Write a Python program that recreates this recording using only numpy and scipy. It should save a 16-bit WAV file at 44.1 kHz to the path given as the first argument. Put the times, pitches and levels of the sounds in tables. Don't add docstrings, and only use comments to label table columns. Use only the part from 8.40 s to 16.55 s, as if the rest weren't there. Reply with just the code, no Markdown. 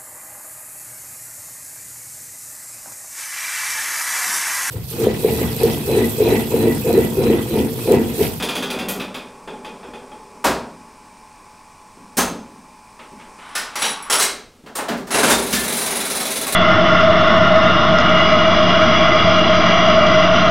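import sys
import numpy as np
from scipy import signal
from scipy.fft import rfft, irfft, next_fast_len
from scipy.io import wavfile
from scipy.ndimage import uniform_filter1d

SR = 44100
rng = np.random.default_rng(int(sys.argv[2]) if len(sys.argv) > 2 else 0)


def put_to_file(sound):
    columns = np.atleast_2d(sound).T
    safe = np.clip(columns, -1, 1)
    whole_steps = np.round(safe * 32767)
    wavfile.write(sys.argv[1], SR, whole_steps.astype(np.int16))


N = 359415
TIME = np.arange(N) / SR

BAND_EDGES_HZ = np.array([100, 400, 1500, 5000, 15000])
# f/Hz, level/dB
CHATTER_SPECTRUM = [(90, -36), (300, -4), (1000, 4.5), (5000, -8), (10000, 0.5), (16000, -27)]
# f/Hz, T60/s
ROOM_T60 = [(100, 0.93), (260, 0.72), (700, 0.55), (1840, 0.43), (4850, 0.41), (12800, 0.26)]


def spinning_reels(tick_db=-32.5, soft_start_db=6, settle_s=0.3, lag_s=0.014, lag_db=-4, scatter_db=1.8):
    # first drop/s, rate/(notches/s), drag/(notches/s^2)
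    spin = (6.981, 24.29, 5.74)
    # f/Hz, width/Hz, lift/dB
    ratchet_modes = [(660, 154, -0.5), (2170, 340, 1), (3950, 200, 2.5), (8760, 210, -1), (10010, 170, 5.5),
                     (10950, 320, 2)]
    # f/Hz, level/dB
    disc_modes = [(3510, -32.5), (3980, -41), (9400, -36), (9610, -27.5), (10955, -43), (11900, -36)]
    # start/s, rise/s, hold/s, level/dB, fade/(dB/s)
    chatter_spells = [(6.7, 0.027, 0.2, -19, 107), (7.2, 0.069, 0.05, -27.5, 16)]
    times, _ = notches(*spin, count=25)
    level_db = tick_db - soft_start_db * np.maximum(1 - (times - times[0]) / settle_s, 0)
    trailing = times + lag_s * (.5 + rng.random(len(times)))
    strikes = [*zip(times, level_db), *zip(trailing, level_db + lag_db)]
    bands_db = np.array([-8, -4, 4])
    ticks = [(s, db, *(bands_db + scatter_db * rng.standard_normal(3))) for s, db in strikes]
    drops = blows(ticks, ring=0.49, alike=0.1, sub_db=1.5, top_db=0.5,
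                  contact_s=0.00094, mode_count=26, direct=0.31)
    chatter = amp(-5) * rattle(spells(chatter_spells), CHATTER_SPECTRUM, per_s=180)
    jingle = pings(zip(times, level_db + 29), disc_modes, t60_s=0.22, split_hz=55, uneven_db=3.5)
    return resonate(drops + chatter, ratchet_modes) + jingle


def slowing_reel(rock_db=-4, ping_db=-19):
    # first drop/s, rate/(notches/s), drag/(notches/s^2)
    last_turns = (-0.0345, 17.33, 14.817)
    # f/Hz, width/Hz, lift/dB
    pawl_modes = [(2483, 45, 12.3), (2680, 65, 4.6), (3263, 86, 8), (3470, 160, 8.4), (4730, 160, 3),
                  (10480, 240, 7.3)]
    # body/dB, edge/dB
    rocking = [(1.0756, -39, 6, -16), (1.247, -37.5, 1.5, -11.5), (1.4305, -44.5, 6, -20),
               (1.5363, -42.5, 5, -14), (1.715, -50, 10, -14)]
    # f/Hz, width/Hz, lift/dB
    hollow_modes = [(483, 72, 2), (856, 23, 13.5)]
    times, speed = notches(*last_turns, count=10)
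    halvings = -np.log2(speed)
    bright = np.resize([-1, 1], len(times))
    clank_db = -30 - 3.5 * halvings - 0.5 * bright
    body_db = -34 - 1.5 * halvings - clank_db
    edge_db = -34 - 8.5 * halvings + 1.5 * bright - clank_db
    drops = blows(zip(times, clank_db, body_db - 3, body_db, edge_db), ring=0.53, alike=0.36,
                  sub_db=5.5, top_db=3, contact_s=0.00062, mode_count=50, direct=0.42)
    rocks = [(s, db + rock_db, body - 4, body, edge) for s, db, body, edge in rocking]
    knocks = blows(rocks, ring=0.17, alike=0.39, sub_db=3, top_db=-4, contact_s=0.0004, direct=0.37)
    knocks = resonate(knocks, hollow_modes)
    strikes = [*zip(times, clank_db + ping_db), *[(s, db + ping_db) for s, db, *_ in rocks]]
    ping_modes = [(hz, db) for hz, _, db in pawl_modes[:4]]
    ring = pings(strikes, ping_modes, t60_s=0.29, split_hz=40, uneven_db=4.5)
    return resonate(drops + knocks, pawl_modes) + ring


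def levers(gain_db=-3):
    # thud/dB, body/dB, edge/dB
    lever_slams = [(0.4845, -41, -5, -17, 16), (2.0418, -20, -11, 10, -1.5), (2.0584, -22.5, 4.5, -4, -6),
                   (3.7696, -26.5, 5, -6, 11), (3.7782, -18, -14, 3, -3), (7.1265, -16, -1, -15.5, -2)]
    # t/s, clank/dB
    catch_trips = [(4.5911, -37.5), (4.797, -40.5), (4.9863, -42)]
    # t/s, clank/dB, edge/dB re clank
    handle_clacks = [(6.261, -40.5, -12), (6.353, -31.5, 7), (6.383, -26, -18), (6.483, -23.5, -10),
                     (6.57, -43.5, 1), (6.67, -38, -1.5)]
    # thud/dB, edge/dB
    reel_kicks = [(6.706, -25.5, -18, -0.5), (6.7432, -18, -7, -4.5), (6.786, -19.5, -8, -2.5),
                  (6.8313, -15, -4.5, -3), (6.879, -18.5, -4.5, -2), (6.8992, -20, -8, 5),
                  (6.9131, -19.5, -1, 1)]
    rows = lever_slams + [(s, db, -8, -5, -26) for s, db in catch_trips]
    rows += [(s, db, -8, 4, edge_db) for s, db, edge_db in handle_clacks]
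    slams = blows(rows, ring=0.38, alike=0.54, sub_db=3.5, top_db=-0.5, contact_s=0.0023)
    rows = [(s, db, thud_db, 0, edge_db) for s, db, thud_db, edge_db in reel_kicks]
    kicks = blows(rows, ring=0.41, alike=0.41, sub_db=7, top_db=-2)
    return amp(gain_db) * (slams + kicks)


def springs(relative_width=0.03):
    # t/s, f/Hz, level/dB
    clinks = [(0.4857, 12000, -33), (3.7777, 6300, -27), (6.353, 8930, -33.5), (6.9124, 3644, -25),
              (7.1278, 1750, -32)]
    out = np.zeros(N)
    for s, hz, db in clinks:
        band = signal.iirpeak(hz, 1 / relative_width, SR)
        clink = signal.lfilter(*band, signal.lfilter(*band, echoes()))
        add(out, s, amp(db) * clink / np.std(clink[:SR // 20]))
    return out


def coin(rebound_s=0.025, plate_width_hz=90, plate_lift_db=6, damping_db_per_s=90):
    # body/dB, edge/dB, rebound/dB; three plate modes f/Hz
    plate_hits = [(5.152, -21, -9.5, -2.5, -6, 1480, 1770, 5080),
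                  (5.356, -23.5, -6, -4, -6, 890, 2060, 5840),
                  (5.4195, -16, -13, -9, -1.5, 830, 3900, 5730),
                  (5.699, -20.5, -5, 1.5, 3.5, 1330, 3150, 5480),
                  (5.797, -18, -5, 4, -0.5, 2120, 4010, 8460)]
    # f/Hz, width/Hz, lift/dB
    coin_modes = [(5663, 50, 1), (7903, 30, 6), (10008, 55, 13), (12834, 50, 0)]
    # start/s, rise/s, hold/s, level/dB, fade/(dB/s)
    slide_spells = [(4.97, 0.079, 0.69, -37.5, 95)]
    # f/Hz, level/dB
    scrape_spectrum = [(200, -27.5), (1250, 7), (3800, -5), (7000, -37)]
    # start/s, rise/s, hold/s, level/dB, fade/(dB/s)
    roll_spells = [(5.385, 0.025, 0.094, -24.5, 229), (5.697, 0.0055, 0.056, -15.5, 163)]
    # t/s, level/dB
    grazes = [(5.09, -43), (5.625, -24)]
    chute = np.zeros(N)
    for s, db, body_db, edge_db, rebound_db, *plate_hz in plate_hits:
        bands_db = (body_db - 13, body_db, edge_db)
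        rows = [(s, db, *bands_db), (s + rebound_s, db + rebound_db, *bands_db)]
        hit = blows(rows, ring=0.48, alike=0.41, sub_db=4.5, top_db=-4.5)
        chute += amp(-4) * resonate(hit, [(hz, plate_width_hz, plate_lift_db) for hz in plate_hz])
    chute += amp(-2) * rattle(spells(slide_spells), scrape_spectrum, per_s=480)
    rolling = rattle(spells(roll_spells), CHATTER_SPECTRUM, per_s=430)
    rim_hits = [(s, 0.96 * db - 28) for s, db, *_ in plate_hits[:-1] + grazes]
    rim = pings(rim_hits, [(hz, db) for hz, _, db in coin_modes], t60_s=0.27, split_hz=25, uneven_db=2)
    singing = resonate(chute + rolling, coin_modes) - chute - rolling + rim
    landed_s = np.maximum(TIME - plate_hits[-1][0], 0)
    return chute + amp(-5) * rolling + singing * amp(-damping_db_per_s * landed_s)


def governor(teeth=22, flutter=0.00291, throb=0.075, whine_spread_hz=70):
    # t/s, f/Hz
    tooth_rate = [(2.4, 1044), (3.3, 1041), (4.5, 1052), (5.1, 1041.5), (5.5, 1060), (5.68, 1169)]
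    # depth/1, f/Hz, crest time/s
    surge = (0.009, 2.9, 2.48)
    # t/s, level/dB
    drive = [(0, -43.5), (4.4, -45.5), (5.68, -38.5), (5.8, -62), (6.8, -81)]
    # f/Hz, level/dB
    whir_spectrum = [(120, -23), (250, -6), (400, -10.5), (720, -12), (850, 1.5), (1070, 0), (1300, -8.5),
                     (2150, -12), (2380, -4), (3200, -28.5), (5300, -13), (6700, -19), (8800, -13.5),
                     (14000, -42.5)]
    # start/s, rise/s, hold/s, level/dB, fade/(dB/s)
    whine_spells = [(5.53, 0.16, 0.054, -34, 150)]
    depth, surge_hz, crest_s = surge
    wobble = unit(uniform_filter1d(uniform_filter1d(rng.standard_normal(N), 1500), 1500))
    waver = 1 + depth * np.cos(2 * np.pi * surge_hz * (TIME - crest_s)) + flutter * wobble
    shaft_rad = 2 * np.pi * np.cumsum(curve(tooth_rate) / teeth * waver) / SR
    orders = np.arange(13, 25)
    offset = abs(orders - teeth)
    gains = amp(-4 * (offset > 0) + 0.6 * offset)
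    phases = rng.uniform(0, 2 * np.pi, (len(orders), 1))
    harmonics = gains @ np.cos(orders[:, None] * shaft_rad + phases)
    rub = rng.standard_normal(N) * (1 + throb * np.cos(2 * shaft_rad))
    rub = unit(colour(rub, whir_spectrum))
    mesh = unit(colour(in_room(harmonics), whir_spectrum))
    tooth_tone = np.cos(teeth * shaft_rad)
    whir = unit(mesh + amp(-0.5) * rub + amp(-6) * unit(tooth_tone))
    fuzz = signal.lfilter(*signal.butter(2, whine_spread_hz, fs=SR), rng.standard_normal(N))
    whine = unit(in_room(fuzz * tooth_tone))
    return whir * amp(curve(drive)) + whine * spells(whine_spells)


def cabinet(shake_db=-3, idle_db=-53, bump_db=33):
    # start/s, rise/s, hold/s, level/dB, fade/(dB/s)
    shake_spells = [(0.0, 0.0026, 0.53, -27, 50), (1.08, 0.053, 0.5, -42.5, 26), (6.68, 0.093, 0.3, -28, 9)]
    # f/Hz, level/dB
    rumble_spectrum = [(30, -29), (115, -18), (170, 3.5), (240, 7), (320, -6), (500, -2), (1600, -15),
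                       (8000, -49)]
    # t/s, level/dB
    bumps = [(3.57, -43.5), (3.779, -22), (3.908, -33), (4.098, -44.5), (4.72, -41), (5.429, -36.5),
             (6.239, -43), (6.496, -24.5), (6.565, -32.5)]
    # f/Hz, level/dB
    boom_spectrum = [(60, -41.5), (120, -20.5), (175, -1.5), (235, 1), (320, -7), (500, -16.5), (8000, -46)]
    out = amp(shake_db) * rattle(spells(shake_spells) + amp(idle_db), rumble_spectrum, per_s=180)
    for s, db in bumps:
        boom = colour(echoes(), boom_spectrum)
        add(out, s, amp(db + bump_db) * boom / np.linalg.norm(boom))
    return out


def room_tone(level_db=-54):
    # f/Hz, level/dB
    air_spectrum = [(20, 0), (32, 7), (48, -1), (250, -6.5), (600, -24), (2500, -17.5), (8000, -22),
                    (16000, -33)]
    return amp(level_db) * unit(colour(rng.standard_normal(N), air_spectrum))


def notches(first_s, rate, drag, count):
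    speed = np.sqrt(rate ** 2 - 2 * drag * np.arange(count))
    return first_s + (rate - speed) / drag, speed / rate


def blows(rows, ring, alike, sub_db, top_db, contact_s=0.00097, mode_count=80, direct=0.14):
    # f/Hz, level/dB
    steel_spectrum = [(30, -25), (75, -12.5), (170, 8.5), (240, 17.5), (320, 12), (500, 13), (1400, 5),
                      (2200, -3), (9500, -16), (16000, -21)]
    out = np.zeros(N)
    centres_hz = np.sqrt(BAND_EDGES_HZ[1:] * BAND_EDGES_HZ[:-1])
    knots_hz = np.r_[BAND_EDGES_HZ[0], centres_hz, BAND_EDGES_HZ[-1]]
    shared = echoes(contact_s, direct) + ring * ringing(mode_count)
    for s, clank_db, thud_db, body_db, edge_db in rows:
        own = echoes(contact_s, direct) + ring * ringing(mode_count)
        hit = colour(alike * shared + np.sqrt(1 - alike ** 2) * own, steel_spectrum)
        cumulative = np.cumsum(abs(rfft(hit)) ** 2) * 2 / len(hit)
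        band_energy = np.diff(np.interp(BAND_EDGES_HZ, np.fft.rfftfreq(len(hit), 1 / SR), cumulative))
        natural_db = 10 * np.log10(band_energy / (.05 * SR))
        gain_db = clank_db + np.array([thud_db, body_db, 0, edge_db]) - natural_db
        knots_db = np.r_[gain_db[0] + sub_db, gain_db, gain_db[-1] + top_db]
        add(out, s, colour(hit, np.c_[knots_hz, knots_db]))
    return out


def ringing(count):
    t = np.arange(32768) / SR
    place, size, phase = rng.random((3, count, 1))
    hz = BAND_EDGES_HZ[1] * (BAND_EDGES_HZ[-1] / BAND_EDGES_HZ[1]) ** np.sqrt(place)
    sines = np.sin(2 * np.pi * (hz * t + phase))
    fade = np.exp(-np.log(1000) * t / at_hz(ROOM_T60, hz))
    ring = (size ** 2 * sines * fade).sum(0)
    return ring / np.linalg.norm(ring)


def pings(hits, modes, t60_s, split_hz, uneven_db):
    out, t = np.zeros(N), np.arange(SR // 2) / SR
    hz, mode_db = np.transpose(list(modes) * 2)
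    for s, db in hits:
        detune, size = rng.standard_normal((2, len(hz)))
        sines = np.sin(2 * np.pi * np.outer(hz + split_hz * detune, t))
        ring = amp(mode_db + uneven_db * size) @ sines
        add(out, s, ring * amp(db - 60 * t / t60_s))
    return out


def rattle(envelope, spectrum, per_s):
    clicks = (rng.random(N) < per_s / SR) * rng.standard_normal(N)
    return unit(colour(in_room(clicks), spectrum)) * envelope


def echoes(contact_s=0.00054, direct=0.15, build_s=0.0026, onset_gain=0.54):
    size = 32768
    t = np.arange(size) / SR
    hz, frame_s, noise = signal.stft(rng.standard_normal(size), SR, nperseg=256)
    decay = amp(-60 * frame_s / at_hz(ROOM_T60, hz)[:, None])
    tail = signal.istft(noise * decay, SR, nperseg=256)[1][:size]
    tail *= 1 - (1 - onset_gain) * np.exp(-t / build_s)
    crack = rng.standard_normal(size) * np.exp(-t / 0.00091)
    attack = 1 - np.exp(-t / contact_s)
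    return (tail / np.linalg.norm(tail) + direct * crack / np.linalg.norm(crack)) * attack


def in_room(x):
    return signal.fftconvolve(np.tile(x, 2), echoes())[N:2 * N]


def resonate(x, modes):
    out = x.copy()
    for hz, width_hz, lift_db in modes:
        out += amp(lift_db) * signal.lfilter(*signal.iirpeak(hz, hz / width_hz, SR), x)
    return out


def colour(x, spectrum):
    size = next_fast_len(len(x) + 2048)
    gain = amp(at_hz(spectrum, np.fft.rfftfreq(size, 1 / SR)))
    return irfft(rfft(x, size) * gain, size)[:len(x)]


def spells(rows):
    out = np.zeros(N)
    for start_s, rise_s, hold_s, db, fade_db_per_s in rows:
        rise = np.clip((TIME - start_s) / rise_s, 0, 1)
        fading_s = np.maximum(TIME - start_s - rise_s - hold_s, 0)
        out += rise * amp(db - fade_db_per_s * fading_s)
    return out


def at_hz(points, hz):
    f, value = np.transpose(points)
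    return np.interp(np.log(hz + 1), np.log(f + 1), value)


def curve(points):
    return np.interp(TIME, *np.transpose(points))


def add(mix, s, sound):
    at = round(s * SR)
    sound = sound[max(-at, 0):]
    part = mix[max(at, 0):][:len(sound)]
    part += sound[:len(part)]


def amp(db):
    return 10 ** (np.asarray(db) / 20)


def unit(x):
    return x / np.sqrt(np.mean(x ** 2) + 1e-20)


def scene():
    # f/Hz, width/Hz, lift/dB
    cabinet_modes = [(59.8, 4.2, 18.5), (234.7, 13, -16.5), (390.5, 13, 3), (431, 10, 1)]
    works = slowing_reel() + spinning_reels() + cabinet() + levers() + springs() + coin()
    mono = resonate(works, cabinet_modes) + amp(-1) * governor() + room_tone()
    return np.array([mono, mono])


def record(dry):
    cutoff_hz = 15900
    taps = signal.firwin(511, cutoff_hz, window=("kaiser", 9), fs=SR)
    return signal.oaconvolve(dry, taps[None], "same", axes=1)


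dry = scene()
out = record(dry)
put_to_file(out)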